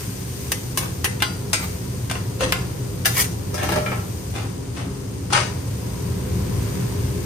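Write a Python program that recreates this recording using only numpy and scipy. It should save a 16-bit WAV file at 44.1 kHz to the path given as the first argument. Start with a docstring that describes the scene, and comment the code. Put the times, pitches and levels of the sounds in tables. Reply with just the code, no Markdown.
"""Meat sizzles on a griddle under a rumbling extractor hood, heard from microphones worn by the cook.
Two steel spatulas clink, chop and scrape, each knock ringing into the tiled kitchen, and the sizzle
flares as wet food meets hot steel. Near 3 s the blades are wiped on each other, then laid rocking on
the steel ledge. The cook turns to a droning chilled counter, gloves rustle and at 5.3 s a pan clatters.
Last, the cook leans back over the griddle, and the hood and the frying swell."""
import sys
import numpy as np
from scipy import signal
from scipy.fft import rfft, irfft, next_fast_len
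from scipy.io import wavfile
from scipy.ndimage import map_coordinates

SR = 44100
rng = np.random.default_rng(int(sys.argv[2]) if len(sys.argv) > 2 else 0)


def master_out(mix):
    """Clip the mix to full scale and print it as 16-bit PCM to the path in sys.argv[1]."""
    frames = np.transpose(np.atleast_2d(mix))
    ceiling = np.clip(frames, -1, 1)
    pcm = np.round(ceiling * 32767).astype(np.int16)
    wavfile.write(sys.argv[1], SR, pcm)


N = 319725

# Hits. Each row: start in seconds, relative level in dB, low-end weight in dB, bright edge in dB,
# clash decay (t60) in seconds, favoured mode in Hz, ring in dB.
BLADE_CLINKS = [ (.5185, -17, -2.5, -0.5, 0.055, 1840, -1.5), (.7740, -19.5, 0.5, 1, 0.1, 1055, -4.5),
                (1.0435, -17.5, -1.5, -1.5, 0.087, 2800, -3.5), (1.0550, -19, -4, -18, 0.072, 2025, -0.5),
                (3.0490, -25, -21, -7, 0.15, 1690, -2), (3.0555, -14.5, -3, -3, 0.13, 1690, -3.5),
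                (3.1690, -28.5, 3, -2, 0.15, 1055, -1), (3.2080, -30, 4, 10, 0.11, 2790, -5),
                (3.2420, -31.5, -8, 1, 0.12, 1690, -2)]  # blade against blade
CLEANING_TAPS = [(1.5315, -16.5, 0.5, 0, 0.097, 1455, -2.4)]  # a spatula tapped clean and lifted, so it rings on
GRIDDLE_CHOPS = [ (1.2025, -29.5, -3, -4, 0.043, 3521, 3), (1.2220, -12.5, -0.5, -7, 0.051, 4716, 2.5),
                 (2.0980, -22, -4, -9, 0.061, 3521, -5), (2.1120, -23, 5, -3.5, 0.062, 3521, -8),
                 (2.1535, -26.5, 0, -26, 0.063, 1044, -2), (2.4070, -20, 10, -8, 0.063, 1044, -10),
                 (2.5228, -8.5, -4, -10, 0.038, 1044, -5.5)]  # a blade coming down on the griddle
LEDGE_LANDINGS = [ (3.5420, -33.5, 10, 5.5, 0.054, 880, 1.5), (3.5788, -29, 4, -8, 0.056, 1916, -1),
                  (3.6300, -28, 6, -3, 0.059, 1305, -3), (3.6420, -30, 4, -4, 0.062, 1771, 0),
                  (3.6900, -24, 6, -6.5, 0.05, 753, -1), (3.7200, -25, 7, -6.5, 0.053, 1650, 3),
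                  (3.7590, -28.5, 10, -4, 0.049, 603, 5.5), (3.7720, -29.5, 11, -11, 0.05, 463, 4.5),
                  (3.8610, -24.5, -0.5, -19, 0.05, 2310, 4), (3.9170, -28.5, 5.5, -20, 0.054, 2260, 3.5),
                  (3.9830, -42, 11, -20, 0.04, 1305, 3)]  # spatulas landing and rocking on the ledge
PAN_HITS = [ (5.3030, -39, -1, -4, 0.24, 1335, -2), (5.3245, -26, 6, -1, 0.091, 1335, 3),
            (5.3300, -16, -4, -3, 0.044, 825, 3), (5.3335, -8.5, -6, -12, 0.023, 1486, -4),
            (5.3490, -20, -5, -16, 0.062, 1260, 9), (5.3540, -19, -4, -16, 0.051, 1486, -3),
            (5.3650, -21, 6.5, -3, 0.05, 1175, -1), (5.3760, -18.5, -1, -16, 0.041, 1260, 2),
            (5.4010, -26.5, -2, -8, 0.066, 958, -1)]  # a food pan on the counter
# Ringing steel. Each row: mode frequency in Hz, relative level in dB, decay (t60) in seconds.
HELD_BLADE_MODES = [(810, -3, 0.2), (1055, 0, 0.14), (1690, 4, 0.1), (1840, 3, 0.09), (2025, 1, 0.27),
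                    (2290, 2, 0.08), (2700, 5, 0.08), (2880, 7, 0.09), (3850, -5, 0.24), (5080, 1, 0.13),
                    (5720, 3, 0.15), (6500, 1, 0.15), (8150, 3, 0.2), (9050, 4, 0.2), (9520, 4, 0.13),
                    (10080, 7, 0.13)]  # one blade held against the other
FREE_BLADE_MODES = [(1357, -4, 0.32), (1455, 2, 0.1), (2035, 3, 0.42), (2320, -1, 0.35), (2487, 2, 0.25),
                    (2720, 2, 0.12), (3208, -3, 0.3), (3510, 2, 0.17), (3865, -2, 0.37), (4226, -7, 0.45),
                    (4355, -6, 0.33), (4705, -5, 0.48), (4996, 4, 0.22), (5780, 5, 0.12), (6510, 0, 0.2),
                    (7348, 0, 0.3), (8145, 4, 0.35), (8608, 0, 0.3)]
PLANTED_BLADE_MODES = [(1044, 1, 0.25), (1416, -2, 0.45), (1470, 4, 0.11), (1525, 4, 0.12), (1610, 4, 0.08),
                       (2040, 1, 0.18), (2370, 2, 0.09), (2690, 2, 0.11), (2875, 6, 0.13), (3080, 1, 0.09),
                       (3230, -1, 0.17), (3521, 4, 0.16), (3795, 2, 0.11), (4221, 3, 0.14), (4716, -8, 0.5),
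                       (4985, -4, 0.2)]  # edge down on the griddle
LEDGE_MODES = [(463, 3, 0.13), (753, -2, 0.16), (880, -2, 0.15), (1650, 3, 0.25), (1916, -3, 0.2),
               (2719, -6, 0.25), (3252, -5, 0.28), (5080, -4, 0.2), (603, 2, 0.4), (1136, -1, 0.2),
               (1305, 2, 0.4), (1362, 1, 0.42), (1771, 1, 0.34), (2159, -2, 0.38), (2353, -2, 0.33),
               (2455, -5, 0.28)]  # sheet steel with a spatula on it
PAN_MODES = [(825, 5, 0.17), (958, 4, 0.2), (1075, 3, 0.15), (1175, 5, 0.13), (1260, 6, 0.16),
             (1335, 4, 0.11), (1486, 4, 0.13), (1570, 0, 0.2), (1885, -1, 0.27), (2100, -4, 0.28),
             (2440, 0, 0.14), (2900, -2, 0.2), (3230, -1, 0.2), (4300, -5, 0.17), (5050, -3, 0.22),
             (5170, 0, 0.2)]
# Steel sliding on steel. Each row: peak time, rise and fall in seconds, relative level, bright edge
# and top end in dB, judder pitch in Hz, judder level in dB.
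SCRAPES = [ (0.829, 0.069, 0.11, -37, -15, -6, 870, -17), (1.63, 0.093, 0.064, -40, -6, 0, 2300, -5),
           (2.425, 0.029, 0.11, -28, -5.5, -48, 521, 5.5), (3.136, 0.092, 0.19, -48, 9, 10, 5900, -10),
           (3.193, 0.051, 0.055, -26.5, 1.5, 3, 2280, -1), (3.628, 0.079, 0.094, -35, -16.5, -26, 1805, 0),
           (3.724, 0.042, 0.097, -34, -8, -15, 338, 0.5)]
# Heavy pushes on the steel top. Each row: start in seconds, level in dB.
PUSHES = [(2.41, -21.5), (3.621, -23.5)]
# Gloves on the counter and the cheese. Each row: peak time in seconds, level in dB, rise in seconds.
GLOVE_RUBS = [(4.363, -26.5, 0.042), (4.776, -29.5, 0.041), (5.873, -35, 0.0067), (6.80, -36.5, .018)]
# Wet food meets hot steel. Each row: peak time and rise in seconds, extra steam as a multiple of the
# steady flow, sputter level in dB.
STEAM_FLARES = [(0.0, 0.032, 3, -41), (.47, 0.5, 1.9, -58), (1.68, .16, 1.44, -45),
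                (2.62, 0.071, 0.33, -51), (3.9, 0.56, 0.7, -75), (6.78, 2, 1.1, -44)]
# Tone curves of the frying and the hood. Each row: frequency in Hz, relative level in dB.
FRY_EQ = [(500, -37), (1300, -3), (2500, -0.5), (4000, -2.5), (6000, 1.5), (9000, 4.5), (10500, -2.5),
          (13000, -42), (16000, -30)]
SPRAY_EQ = [(7000, -30), (10000, -50), (11500, 8), (13000, 6.5), (15600, 1), (16500, -25)]
SPUTTER_EQ = [(600, -20), (1200, -10), (2100, -9), (2600, -12), (3600, -18), (8000, -31)]
RUMBLE_EQ = [(12, -56), (20, -37), (64, -3), (108, 2.5), (129, 1), (157, -10), (188, -4), (226, -32.5),
             (260, -13), (340, -73), (570, -120)]
AIR_EQ = [(120, -75), (230, 3), (280, 2.5), (410, 2), (510, -2.5), (660, -9.5), (1000, -11), (1400, -17),
          (2400, -21.5), (5000, -23.5), (16000, -60)]
# The hood's hum and duct resonances. Each row: frequency in Hz, width in Hz, relative level in dB.
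DUCT_MODES = [(122.7, 21, -5), (174, 6.6, -11), (197.7, 9.4, -11), (255.1, 13, -18.5), (347.4, 16, -19.5),
              (402.6, 9, -12.5), (504, 10, -20), (704, 9.3, -35.5), (964, 21, -24), (1039, 12, -27)]
# The hood is louder as the cook leans under it. Each row: time in seconds, relative level in dB.
HOOD_RIDE = [(0.0, -32.5), (1.37, -29.5), (1.77, -31), (2.54, -28.5), (3.01, -28.5), (3.86, -27.5),
             (4.1, -30.5), (5.17, -32), (6.58, -23), (7.25, -25.5)]
# The cook's turn. Each row: time in seconds, direction from 0 (facing the griddle) to 1 (facing away).
COOK_TURN = [(4.15, 0), (4.65, 0.81), (5.2, 0.65), (5.85, 0.028)]
# The tiled kitchen's reverb. Each row: frequency in Hz, decay (t60) in seconds.
ROOM_DECAY = [(300, 0.62), (1000, 0.59), (2500, 0.37), (6000, 0.48), (10000, 0.35), (15000, 0.04)]
# Stereo image of diffuse sound. Each row: frequency in Hz, left-right correlation from -1 to 1.
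STEREO_LIKENESS = [(30, 0.92), (70, 0.99), (130, 0.97), (290, 0.75), (640, -0.057), (1400, 0.13),
                   (3000, -0.0042), (9000, -0.043), (14000, -0.099)]
# Colour of the microphone ports. Each row: centre and width in Hz, left and right gain in dB.
PORT_EQ = [(5385, 73, -27, -9), (5360, 1080, 4.5, -4), (7600, 203, -7.5, -40.5)]

REFERENCE_T60_S = 0.11  # ring, reverb and pitch waver are scaled against this decay


def knocks(hits, modes, room_db, top_db):
    """Steel hits: a crack, the clash of two surfaces, ring and room. Held-down steel hardly rings."""
    out, t = np.zeros((2, N)), np.arange(SR) / SR
    for start, db, weight_db, edge_db, t60, struck_hz, ring_db in hits:
        crack = amp(-0.5 - 60 * t / 0.0056) * rng.standard_normal(SR)
        steel = 0.78 * clang(count=120) + 0.4 * spread(rng.standard_normal((2, SR)))
        clash = amp(-60 * t / t60) * steel
        tones = amp(ring_db) * ring(modes, struck_hz, scatter_db=1, favour_db=7)
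        room = amp(room_db) * spread(excite(room_tail(), clash))
        attack = 1 - np.exp(-t / 0.00023)
        hit = crack + attack * (clash + t60 / REFERENCE_T60_S * (tones + room))
        snap_db = top_db + edge_db + 0.74 * (db + 18)  # harder hit, shorter contact, more top end
        add(out, start, amp(db + 6) * contact_colour(hit, weight_db, edge_db, snap_db))
    return out


def scrapes():
    """Sliding steel catches and slips in grains, judders at one resonance and sets the blade ringing."""
    out, t = np.zeros((2, N)), np.arange(SR) / SR
    for peak, rise, fall, db, edge_db, top_db, judder_hz, judder_db in SCRAPES:
        pressure = press(rise, fall)
        slips = pressure * amp(2 * wobble(105)[:SR]) * grains(SR, per_second=1800, scatter_db=4)
        choked = clang(count=56) * amp(-60 * t / 0.05)  # pressed steel rings only briefly
        rasp = 0.6 * slips + 0.7 * excite(slips, choked)
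        blade = ring(HELD_BLADE_MODES, judder_hz, scatter_db=3, favour_db=5) * amp(-60 * t / 0.25)
        scrape = spread(rasp + amp(-13) * excite(slips, blade) + amp(-19.5) * excite(slips, room_tail()))
        stick_slip_hz = judder_hz * (1 + 0.046 * wobble(348)[:SR])
        judder = amp(judder_db + 5) * pressure * np.sin(2 * np.pi * np.cumsum(stick_slip_hz) / SR)
        weight_db = 1 - 0.52 * edge_db  # a flatter blade trades edge for body
        stroke = amp(12) * contact_colour(scrape, weight_db, edge_db, top_db) + judder
        add(out, peak - 2 * rise, amp(db) * stroke)
    return out


def ring(modes, struck_hz, scatter_db, favour_db):
    """Ringing modes: the contact point favours those near struck_hz, the shifting grip makes them waver."""
    t = np.arange(SR // 2) / SR
    hz, db, t60 = np.transpose(modes)
    favoured = np.exp(-(np.log(hz / struck_hz) / 0.031) ** 2)
    gains = amp(db + favour_db * favoured + scatter_db * rng.standard_normal(len(hz)))
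    # each microphone catches a mode at its own phase
    phase = 2 * np.pi * rng.random(len(hz)) + 1.26 * rng.standard_normal((2, len(hz)))
    weights = gains / np.linalg.norm(gains) * np.exp(1j * phase)
    depth_hz = 30 * np.sqrt(REFERENCE_T60_S / t60[:, None])  # long-ringing modes are steadier
    waver_hz = depth_hz * rng.standard_normal((len(hz), 150))[:, (300 * t).astype(int)]
    cycles = np.cumsum(hz[:, None] + waver_hz, axis=1) / SR
    tones = (weights @ np.exp(2j * np.pi * cycles - np.log(1000) * t / t60[:, None])).real
    return np.pad(tones, ((0, 0), (0, SR - len(t))))


def clang(count):
    """Crowded overtones of a pressed steel sheet, rms 1; every grip and contact point shifts them anew."""
    hz = np.linspace(500, 16000, count) + 110 * rng.standard_normal(count)
    phase = 2 * np.pi * rng.random(count) + 1.15 * rng.standard_normal((2, count))
    gains = amp(2.5 * rng.standard_normal(count))
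    spectrum = np.zeros((2, SR // 2 + 1), complex)
    spectrum[:, np.clip(hz, 200, SR / 2).astype(int)] = gains * np.exp(1j * phase)
    return unit(irfft(spectrum, SR))


def contact_colour(x, weight_db, edge_db, top_db):
    """Contact EQ: flat, heavy contacts are dull; a blade's edge is bright."""
    eq = [(120, weight_db - 2), (400, weight_db - 0.5), (900, weight_db), (1600, 1), (2800, 1),
          (4200, edge_db / 2 - 1.5), (6500, edge_db), (9500, edge_db),
          (12500, top_db), (16000, top_db - 3.5)]
    return filtered(x, lambda hz: amp(along(eq, hz)))


def press(rise, fall):
    """Contact pressure: peaks at twice the rise, 20 dB down one rise before and one fall after."""
    t = np.arange(SR) / SR
    return amp(-20 * np.maximum(2 - t / rise, (t - 2 * rise) / fall))


def thuds():
    """The wide steel top flexes under a push and booms briefly."""
    out, t = np.zeros((2, N)), np.arange(SR) / SR
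    boom_eq = [(15, -20), (35, -14), (55, 16), (120, -12), (300, 5.5), (700, -40)]
    attack = 1 - np.exp(-t / 0.02)
    for start, db in PUSHES:
        boom = field(rng.standard_normal((2, SR)), boom_eq)
        add(out, start, amp(db - 60 * t / 0.49) * attack * boom)
    return out


def rustles():
    """Soft glove friction: fine grains and the room, with nothing to ring."""
    out = np.zeros((2, N))
    for peak, db, rise in GLOVE_RUBS:
        rub = press(rise, fall=2.25 * rise) * grains(SR, per_second=5300, scatter_db=13)
        heard = spread(rub + amp(-0.5) * excite(rub, room_tail()))
        add(out, peak - 2 * rise, amp(db) * contact_colour(heard, weight_db=6, edge_db=-9.5, top_db=-27))
    return out


def sizzle():
    """Frying and fine spray: louder and brighter with more steam, shadowed when the cook turns away."""
    away = automation(COOK_TURN)
    extra_steam = sum(steam * flare(peak, rise) for peak, rise, steam, _ in STEAM_FLARES)
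    steam_db = 10 * np.log10(1 + extra_steam)
    boil_db = 0.5 * wobble(8.2)
    fry = amp(-42 + steam_db - 3.5 * away + boil_db) * field(bubbles(), FRY_EQ)
    spray = amp(-49 + 1.26 * steam_db - 8.5 * away + boil_db) * field(bubbles(), SPRAY_EQ)
    return fry + spray


def bubbles():
    """Countless steam bubbles burst in the fat; a few nearer ones crackle out of the hiss."""
    hiss = grains(N, per_second=14000, scatter_db=-4)
    crackle = grains(N, per_second=300, scatter_db=20)
    return hiss + amp(-14) * crackle


def sputter():
    """In each flare larger, wetter bubbles pop lower than the hiss and in clumps."""
    wetness = sum(amp(db) * flare(peak, rise) for peak, rise, _, db in STEAM_FLARES)
    clumps = amp(1.1 * wobble(11))
    return wetness * clumps * field(grains(N, per_second=1000, scatter_db=3.5), SPUTTER_EQ)


def flare(peak, rise):
    """Steam swells to 1 at the peak time and dies away; a slow flare also lasts longer."""
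    t = np.arange(N) / SR - peak
    fall = 0.21 + rise  # seconds to sink 20 dB
    return amp(-20 * np.maximum(-t / rise, t / fall))


def hood():
    """Fan rumble with duct resonances, and air rushing through the filters."""
    def ducts(f):
        return sum(amp(db) / np.sqrt(width) * resonance(f, hz, width) ** 2 for hz, width, db in DUCT_MODES)

    ride_db = automation(HOOD_RIDE)
    swing_db = ride_db - ride_db.mean()
    rumble_db = ride_db.mean() + 0.5 + 0.86 * swing_db
    air_db = -36.5 + 0.58 * swing_db  # the rush fills the room, so leaning in changes it less
    rumble = field(rng.standard_normal((2, N)), RUMBLE_EQ)
    hum = unit(filtered(spread(rng.standard_normal((2, N))), ducts))
    air = field(rng.standard_normal((2, N)), AIR_EQ)
    return amp(rumble_db) * rumble + amp(ride_db - 4) * hum + amp(air_db) * air


def cooler():
    """A narrow drone from the chilled counter comes up as the cook turns to it."""
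    noise = spread(rng.standard_normal((2, N)))
    drone = filtered(noise, lambda hz: resonance(hz, centre_hz=274.4, width_hz=21) ** 2)
    return amp(-36.5) * automation(COOK_TURN) * unit(drone)


def room_tail():
    """One second of kitchen reverb; each frequency dies at its own speed."""
    hz, t, spectra = signal.stft(rng.standard_normal((2, SR)), SR, nperseg=256)
    decay = amp(-60 * t / along(ROOM_DECAY, hz)[:, None])
    tail = signal.istft(spectra * decay, SR, nperseg=256)[1][:, :SR]
    return tail * (1 - np.exp(-np.arange(SR) / SR / 0.0014))


def spread(pair):
    """Two unrelated signals become a diffuse field: alike in the bass, wide in the treble."""
    def mid_side(hz):
        angle = np.arccos(np.clip(along(STEREO_LIKENESS, hz), -1, 1)) / 2
        return np.array([np.cos(angle), np.sin(angle)])

    mid, side = filtered(pair, mid_side)
    return np.array([mid + side, mid - side])


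def field(pair, eq):
    """A diffuse bed with the given tone curve, rms 1."""
    return unit(filtered(spread(pair), lambda hz: amp(along(eq, hz))))


def grains(n, per_second, scatter_db):
    """Tiny random clicks of scattered size on two channels, rms 1."""
    scatter = np.minimum(rng.standard_normal((2, n)), 2)
    sizes = rng.choice([-1, 1], (2, n)) * amp(scatter_db * scatter)
    return unit(sizes * (rng.random(n) < per_second / SR))


def excite(force, tail):
    """Play a force through an impulse response scaled to unit energy."""
    return signal.fftconvolve(force, tail / np.linalg.norm(tail[0]), axes=1)[:, :SR]


def resonance(hz, centre_hz, width_hz):
    """Response of one damped mode."""
    return 1j * hz * width_hz / (centre_hz ** 2 - hz ** 2 + 1j * hz * width_hz)


def filtered(x, response):
    """Shape x with a gain given as a function of frequency."""
    n = x.shape[-1]
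    padded = next_fast_len(n + 4096)
    return irfft(rfft(x, padded) * response(np.fft.rfftfreq(padded, 1 / SR)), padded)[..., :n]


def wobble(rate):
    """Smooth random modulation with rate knots a second."""
    knots = rng.standard_normal(int(N * rate / SR) + 4)
    return map_coordinates(knots, [np.arange(N) * rate / SR])


def automation(points):
    """Ramp through (seconds, value) points, one value a sample."""
    return np.interp(np.arange(N) / SR, *np.transpose(points))


def along(points, hz):
    """Read (Hz, value) points on a log frequency axis."""
    point_hz, values = np.transpose(points)
    return np.interp(np.log(hz + 1), np.log(point_hz + 1), values)


def add(track, seconds, x):
    """Mix x into the track from the given time on."""
    start = max(round(seconds * SR), 0)
    track[:, start:start + x.shape[1]] += x[:, :max(N - start, 0)]


def amp(db):
    """Decibels to gain."""
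    return 10 ** (np.asarray(db) / 20)


def unit(x):
    """Scale to rms 1."""
    return x / np.sqrt(np.mean(x ** 2) + 1e-20)


def scene():
    """Steel and hands up front, over a bed of frying, hood and cooler."""
    clinks = knocks(BLADE_CLINKS, HELD_BLADE_MODES, room_db=-12.5, top_db=-0.5)
    taps = knocks(CLEANING_TAPS, FREE_BLADE_MODES, room_db=-11.5, top_db=-11)
    chops = knocks(GRIDDLE_CHOPS, PLANTED_BLADE_MODES, room_db=-6, top_db=-7)
    landings = knocks(LEDGE_LANDINGS, LEDGE_MODES, room_db=0.5, top_db=6)
    left_tilt = amp([[1.2], [-1.2]])
    pan = left_tilt * knocks(PAN_HITS, PAN_MODES, room_db=0.5, top_db=-29)
    steel = clinks + taps + chops + landings + scrapes() + thuds() + pan
    return steel + rustles() + sizzle() + sputter() + hood() + cooler()


def record(dry):
    """The worn microphones: ports notch the treble, the top end is shared, peaks are softly clipped."""
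    shared_hz, opposed_hz, in_phase_hz, limit_hz = 10300, 10950, 13500, 16100
    sides = np.array([[1], [-1]])
    left_bias = [(100, 0.27), (500, 0.14), (1200, 1), (2400, 0.46), (4200, 1), (9000, 0.2), (13000, 0)]

    def ports(f):
        dips_db = sum(np.array([[left], [right]]) * np.exp(-((f - hz) / width) ** 2)
                      for hz, width, left, right in PORT_EQ)
        return amp(dips_db + sides * along(left_bias, f))

    def phase_twist(f):
        return np.exp(0.5j * np.pi * sides * (f - in_phase_hz) / (in_phase_hz - opposed_hz))

    apart = filtered(dry, lambda f: (f < shared_hz) * ports(f))
    shared = filtered(dry[0], lambda f: (f >= shared_hz) * phase_twist(f))  # left feeds both sides
    heard = apart + shared
    rounded = heard / (1 + np.abs(heard / 0.9) ** 6) ** (1 / 6)
    return filtered(rounded, lambda f: f < limit_hz)


dry = scene()
out = record(dry)
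master_out(out)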